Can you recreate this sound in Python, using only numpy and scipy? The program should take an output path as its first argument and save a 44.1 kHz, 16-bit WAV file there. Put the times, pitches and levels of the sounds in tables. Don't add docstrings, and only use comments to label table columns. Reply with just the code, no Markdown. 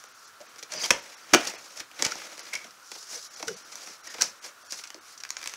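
import sys
import numpy as np
from scipy import signal
from scipy.fft import rfft, irfft, next_fast_len
from scipy.io import wavfile
from scipy.ndimage import uniform_filter1d, map_coordinates

SR = 44100
rng = np.random.default_rng(int(sys.argv[2]) if len(sys.argv) > 2 else 0)


def output_pcm(signal):
    pcm = np.clip(np.atleast_2d(signal).T, -1, 1) * 32767
    wavfile.write(sys.argv[1], SR, np.round(pcm).astype(np.int16))


def ratio(d):
    e = np.asarray(d, float) / 20
    return 10 ** e


N = 245195

# (centre [Hz], width [Hz], level [dB])
EDGE_MODES = [(4580, 1690, -1.5), (5920, 920, 4), (6895, 567, 0.5), (7840, 1420, -7.5)]
PANEL_MODES = [(1136, 790, -1.5), (1680, 810, 3.5), (2195, 585, 5), (3460, 2270, -5.5)]
BODY_MODES = [(203, 111, -8), (318, 62, 1), (485, 156, 3), (628, 223, 3.5), (926, 233, -2)]
SHEEN_MODES = [(9800, 2000, 0), (12000, 3000, -4), (14500, 3000, -9)]
PARTS = (EDGE_MODES, PANEL_MODES, BODY_MODES, SHEEN_MODES)


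def unit(x):
    return x / np.sqrt(np.mean(x ** 2) + 1e-20)


def along(points, hz):
    f, v = np.transpose(points)
    return np.interp(np.log(hz + 1), np.log(f + 1), v)


def filtered(x, response):
    m = next_fast_len(N + SR // 2)
    return irfft(rfft(x, m) * response(np.fft.rfftfreq(m, 1 / SR)), m)[..., :N]


def resonance(f, hz, width_hz):
    return 1j * f * width_hz / (hz * hz - f * f + 1j * f * width_hz)


def ringing(x, modes):
    def response(f):
        h = 0
        for k, (hz, width_hz, db) in enumerate(modes):
            h = h + (-1) ** k * ratio(db) * resonance(f, hz, width_hz)
        return h / np.sqrt(np.mean(np.abs(h) ** 2))
    return filtered(x, response)


def wobble(rate_hz):
    knots = rng.standard_normal(int(N * rate_hz / SR) + 4)
    return map_coordinates(knots, [np.arange(N) * rate_hz / SR])


def patchy(x, depth_db):
    z = signal.stft(x, nperseg=256)[2]
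    field = uniform_filter1d(rng.standard_normal(z.shape), size=3, axis=0)
    field = uniform_filter1d(field, size=6, axis=1)
    return signal.istft(z * ratio(depth_db * unit(field)), nperseg=256)[1][:N]


def parts_db(db, panel_db, kind):
    body_db, sheen_db = kind
    return db + np.array([[0], [panel_db], [body_db + 0.91 * panel_db], [sheen_db]])


def bursts(groups, rise, kick, delay_s):
    t = np.arange(SR // 8) / SR
    force = np.zeros((4, N + SR))
    for rows, kind in groups:
        for s, db, panel_db, t60_s in rows:
            shake = rng.standard_normal((4, len(t)))
            shake[:, :1] = kick
            life_s = np.clip(t60_s, .003, .2) * np.array([[1], [1.3], [2.2], [.7]])
            onset = np.minimum(1, (t + 1 / SR) / (rise * life_s)) ** 2
            shape = ratio(-60 * t / life_s) * onset
            level = ratio(parts_db(db, panel_db, kind) + np.array([[-4], [-1.5], [2], [-5.5]]))
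            start = round((s + delay_s) * SR)
            force[:, start:start + len(t)] += shake * shape * level
    return sum(ringing(f[:N], modes) for f, modes in zip(force, PARTS))


def hiss():
    # (frequency [Hz], density [dB per Hz])
    hiss_density = [(15, -60), (25, -36), (65, -29), (100, -17), (130, -21), (400, -14), (900, -11),
                    (1150, -4), (1350, 0), (1600, -5), (2000, -12), (3200, -15), (6000, -14), (8500, -20),
                    (15700, -26)]
    hiss_db, whine_db, whine_hz = -53.5, -84, 13700
    noise = unit(filtered(rng.standard_normal(N), lambda hz: ratio(along(hiss_density, hz))))
    phase = 2 * np.pi * whine_hz * np.arange(N) / SR + 3 * wobble(40)
    whine = ratio(whine_db + 2 * wobble(4)) * np.sin(phase)
    return ratio(hiss_db) * noise + whine


def room(x):
    # (frequency [Hz], t60 [s])
    room_t60 = [(150, 0.28), (500, 0.3), (2500, 0.25), (8000, 0.14), (15000, 0.072)]
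    hz, t, z = signal.stft(rng.standard_normal((8, SR // 2)), SR, nperseg=256)
    decay = ratio(-60 * t / along(room_t60, hz)[:, None])
    tails = signal.istft(z * decay, SR, nperseg=256)[1]
    tails = tails / np.linalg.norm(tails[0])
    place = (np.arange(N) // 4000) % 8 == np.arange(8)[:, None]
    delayed = np.pad(x * place, ((0, 0), (260, 0)))
    return signal.fftconvolve(delayed, tails, axes=1).sum(axis=0)[:N]


def thumps():
    # (time [s], peak [dB], pitch [Hz])
    jerks = [
        (0.907, -46, 159),
        (1.341, -23.5, 194),
        (1.805, -51, 127),
        (2.063, -29, 202),
        (3.429, -67, 140),
        (4.213, -62, 196),
        (4.721, -71, 199),
    ]
    out, t = np.zeros(N + SR), np.arange(SR // 4) / SR
    for s, db, hz in jerks:
        u = 2 * np.pi * hz * t
        start = round(s * SR)
        out[start:start + len(t)] += ratio(db + 15.0) * u * (1 - u / 2) * np.exp(-u)
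    return filtered(out[:N], lambda hz: 1j * hz / (90 + 1j * hz))


def chatter():
    # (time [s], length [s], pitch [Hz], level [dB])
    creaks = [(.402, 0.045, 623, -48.5), (1.331, 0.056, 335, -23), (0.72, 0.13, 620, -48),
              (0.717, 0.2, 173, -59), (.73, 0.17, 5920, -44.5), (0.752, 0.069, 4840, -40),
              (2.043, 0.015, 2230, -25), (2.634, 0.064, 225, -56.5), (.905, 0.0078, 2510, -12),
              (0.906, .02, 1830, -33), (.907, 0.035, 316, -32.5), (4.195, 0.17, 185, -62.5),
              (0.8, 0.079, 4780, -31), (.81, .05, 6360, -36), (0.832, .03, 3230, -28.5),
              (1.336, 0.065, 256, -33), (2.117, 0.016, 1400, -35.5), (2.529, 0.013, 2180, -30.5),
              (2.552, .018, 2170, -24.5), (2.56, 0.12, 2240, -47), (3.466, 0.11, 177, -49),
              (3.474, 0.085, 445, -39), (3.48, 0.017, 1464, -35.5), (3.161, 0.035, 484, -52.5),
              (4.063, 0.11, 1870, -51.5), (4.205, 0.015, 1560, -28.5), (4.436, 0.074, 562, -55),
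              (4.624, 0.054, 670, -57.5), (4.96, 0.032, 355, -49), (5.2, 0.47, 50, -73)]
    out, clock, catch = np.zeros(N), np.arange(N) / SR, ratio(3 * wobble(180))
    for s, length_s, hz, db in creaks:
        u = np.clip((clock - s) / length_s, 0, 1)
        width_hz = 3.46 * np.sqrt(hz)
        tone = filtered(rng.standard_normal(N),
                        lambda f: resonance(f, hz, width_hz) * resonance(f, hz, 1.5 * width_hz))
        out += ratio(db) * np.sin(np.pi * u ** .55) * unit(tone * catch)
    return out


def rubbing():
    # (peak time [s], rise [s], fall [s], level [dB], panel share [dB])
    card_strokes = [(0, .1, 0.19, -52.5, -7), (.27, 0.22, 0.054, -54.5, -20), (.474, 0.038, 0.28, -57, 0.5),
                    (.73, 0.05, 0.28, -45.5, 2), (.855, 0.088, 0.031, -31, -3),
                    (.89, 0.055, 0.021, -40, -6), (.93, 0.018, 0.48, -47, -1),
                    (1.434, 0.21, 0.21, -41.5, 2.5), (1.66, 0.17, .2, -49, -5),
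                    (1.78, 0.041, 0.045, -46, -4.5), (2.04, .12, 0.29, -42.5, 0), (2.2, .2, 0.29, -48, 0),
                    (2.46, 0.35, 0.38, -47.5, -2), (2.962, 0.18, 0.3, -46, -31),
                    (3.14, 0.1, 0.11, -37.5, -10.5), (3.25, 0.12, 0.04, -43, -30),
                    (3.4, 0.2, 0.088, -47, -8), (3.58, 0.29, 0.052, -48, -10), (3.9, 0.55, 0.14, -47.5, -6),
                    (4.09, 0.081, 0.17, -43.5, -6), (4.19, 0.052, 0.08, -50.5, 3.5),
                    (4.23, 0.06, 0.11, -37, -8), (4.38, 0.21, 0.15, -60, -4)]
    bag_strokes = [
        (4.45, 0.04, 0.08, -42, -4),
        (4.8, 0.22, 0.045, -43.5, -11.5),
        (5.128, 0.16, 0.049, -48.5, -7.5),
        (5.46, 0.23, 0.47, -48.5, -1),
    ]
    card_rub, bag_rub = (-6.5, -13.5), (-13, -12)
    fade_db, curve = 24.5, 1.68
    grip = ratio(1.2 * wobble(30) + 1.5 * wobble(160))
    slips = (rng.random(N) < .05) * ratio(2.5 * rng.exponential(size=N))
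    power, clock, out = np.zeros((4, N)), np.arange(N) / SR, np.zeros(N)
    for strokes, kind in ((card_strokes, card_rub), (bag_strokes, bag_rub)):
        for s, rise_s, fall_s, db, panel_db in strokes:
            span_s = np.where(clock < s, max(rise_s, .005), max(fall_s, .005))
            away = np.abs(clock - s) / span_s
            power += (ratio(parts_db(db, panel_db, kind)) * ratio(-fade_db * away ** curve)) ** 2
    for gain, modes in zip(np.sqrt(power), PARTS):
        jolts = unit(slips * rng.standard_normal(N))
        force = grip * (0.3 * jolts + rng.standard_normal(N))
        out += gain * unit(ringing(patchy(force, depth_db=1.5), modes))
    return out


def snaps():
    # (time [s], peak [dB], panel share [dB], burst t60 [s])
    tabs = [
        (.9049, -5.5, -2, 0.016),
        (.9101, -6, -13, 0.0059),
        (1.3354, -9, 1, 0.0068),
        (1.3406, -9, -1, 0.0088),
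        (1.3454, -10.5, 6, 0.012),
        (1.3514, -44, -1, 0.041),
        (2.0224, -7, -11.5, 0.013),
        (2.1188, -20.5, -11.5, 0.0076),
    ]
    ticks = [(.038, -36.5, -5.5, 0.015), (.5583, -43, -6, 0.026), (.5824, -38, -7, 0.012),
             (.626, -32, -2.5, 0.016), (.8582, -25, -14, .023), (1.409, -28, -15, .013),
             (1.451, -27, -15, .015), (1.4706, -22, -12, 0.067), (1.9128, -43, 1, 0.022),
             (2.392, -29.5, -12, 0.017), (2.7067, -41.5, -30, 0.02), (2.9151, -29.5, -7.5, 0.031),
             (3.027, -33, -11.5, 0.012), (3.3616, -33, -24, 0.014), (3.7545, -28.5, -14, 0.01),
             (3.8722, -36, 0, 0.023), (4.2195, -7.5, -17.5, 0.01), (2.5525, -28.5, -5.5, 0.019),
             (4.7215, -21, -13, 0.0089), (2.377, -33.5, -9, .012)]
    knocks = [
        (.403, -45.5, -2.5, 0.022),
        (1.536, -35.5, -4, 0.0077),
        (2.154, -31, -6, 0.0082),
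        (3.426, -26.5, -6, 0.023),
        (4.1818, -40.5, 3, 0.03),
        (4.9431, -34, -10.5, 0.019),
    ]
    crackles = [(4.8364, -32, -7, 0.049), (4.853, -38, 0.5, 0.007), (4.8714, -36, -13, .044),
                (4.9022, -30.5, -4.5, 0.014), (5.1754, -36.5, -29, 0.044), (5.2008, -35.5, -9, 0.04),
                (5.235, -26.5, -7.5, 0.014), (5.2493, -35.5, 2.5, 0.014), (5.208, -35, -14, .01),
                (5.29, -31, -20, .008), (5.296, -43, -20, .008), (5.3033, -17.5, -13.5, 0.011),
                (5.494, -29, -11, .012), (5.3667, -24.5, -5, 0.016), (5.414, -36, -2, 0.014),
                (5.4268, -32.5, 1, 0.021), (5.4396, -25.5, -12, .005), (5.458, -27.5, 0.5, 0.012),
                (5.473, -18, -8, 0.011), (5.5365, -27, -5, 0.011)]
    light_slips = [(.5869, -34.5, -9.5, 0.047), (.6312, -29, -15, 0.029), (.7185, -26, -8, 0.037),
                   (.7357, -24.5, -8, .028), (1.3348, -8, -2, 0.039), (1.4994, -25, -19, 0.014),
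                   (1.7994, -27.5, -1.5, 0.037), (2.0463, -17, -5, 0.045), (2.051, -10.5, -25, 0.012),
                   (2.0655, -15, -12, 0.012), (2.1035, -29.5, -6, 0.084), (2.5332, -22.5, -3.5, 0.039),
                   (2.5531, -21.5, -17, 0.018), (3.472, -30, -15, 0.032), (3.4804, -19, -8, 0.025),
                   (3.717, -33.5, -10, 0.064), (4.2094, -14, -10.5, 0.041), (4.219, -14.5, -14.5, 0.037),
                   (4.706, -28, -20, 0.043), (4.7199, -28, -8.5, 0.063), (4.7426, -33, -14, 0.023),
                   (4.788, -33, -6, 0.033)]
    heavy_slips = [(.4107, -39.5, -8, 0.038), (.8034, -38, -8, 0.042), (.842, -49, -8, .035),
                   (1.7659, -33, -19, 0.069), (1.99, -31, 0.5, 0.044), (2.0155, -31, -16, 0.0063),
                   (2.6434, -34, -5, 0.021), (2.9494, -45.5, 6.5, 0.038), (3.1703, -41, -29, .015),
                   (3.394, -35, -3, 0.039), (4.14, -31.5, -2, 0.035), (4.4407, -33, -6, 0.031),
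                   (4.964, -60, -20, 0.036)]
    sharp = bursts([(tabs, (-11.5, -57)), (ticks, (-11.5, -10)), (knocks, (-2, -27)),
                    (crackles, (-25, -18))], rise=.001, kick=5, delay_s=.0012)
    swelling = bursts([(light_slips, (-18.5, -14.5)), (heavy_slips, (-8.5, -14))],
                      rise=.15, kick=0, delay_s=-.0025)
    return sharp + ratio(6) * swelling


def scene():
    clicks = snaps()
    return (clicks + ratio(-12.0) * room(clicks) + rubbing() + chatter() + thumps() + hiss())[None]


def starved(x):
    # (time [s], thinned above [Hz])
    thin_frames = [(.075, 7000), (.135, 7000), (.265, 7500), (.48, 6500), (.78, 7500), (1.012, 7500),
                   (1.16, 2500), (1.57, 3000), (2.42, 6000), (3.295, 2000), (3.36, 2500), (3.555, 4000),
                   (3.64, 3500), (4.025, 3000), (4.09, 4000), (4.405, 2500), (4.64, 2000), (4.685, 1700),
                   (5.0, 3000), (5.365, 9000)]
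    out, size = x.copy(), 1200
    hz = np.fft.rfftfreq(size, 1 / SR)
    for s, from_hz in thin_frames:
        a = round(s * SR) - size // 2
        z = rfft(x[:, a:a + size] * signal.windows.tukey(size, .8))
        band = uniform_filter1d(np.abs(z) ** 2, size=7, axis=1)
        around = uniform_filter1d(band, size=40, axis=1)
        weak = band < (.6 + hz / 9000) * around
        out[:, a:a + size] -= .9 * irfft(z * (weak & (hz > from_hz)), size)
    return out


def band_limit(x):
    return signal.sosfilt(signal.butter(12, 16970, fs=SR, output="sos"), x)


def record(dry):
    top_hz, stop_hz = 15750, 16800
    x = filtered(dry, lambda hz: np.where(hz < top_hz, 1, ratio(-16) * (hz < stop_hz)))
    x = starved(x)
    x = x / (1 + np.abs(x / .98) ** 6) ** (1 / 6)
    return band_limit(x)


dry = scene()
out = record(dry)
output_pcm(out)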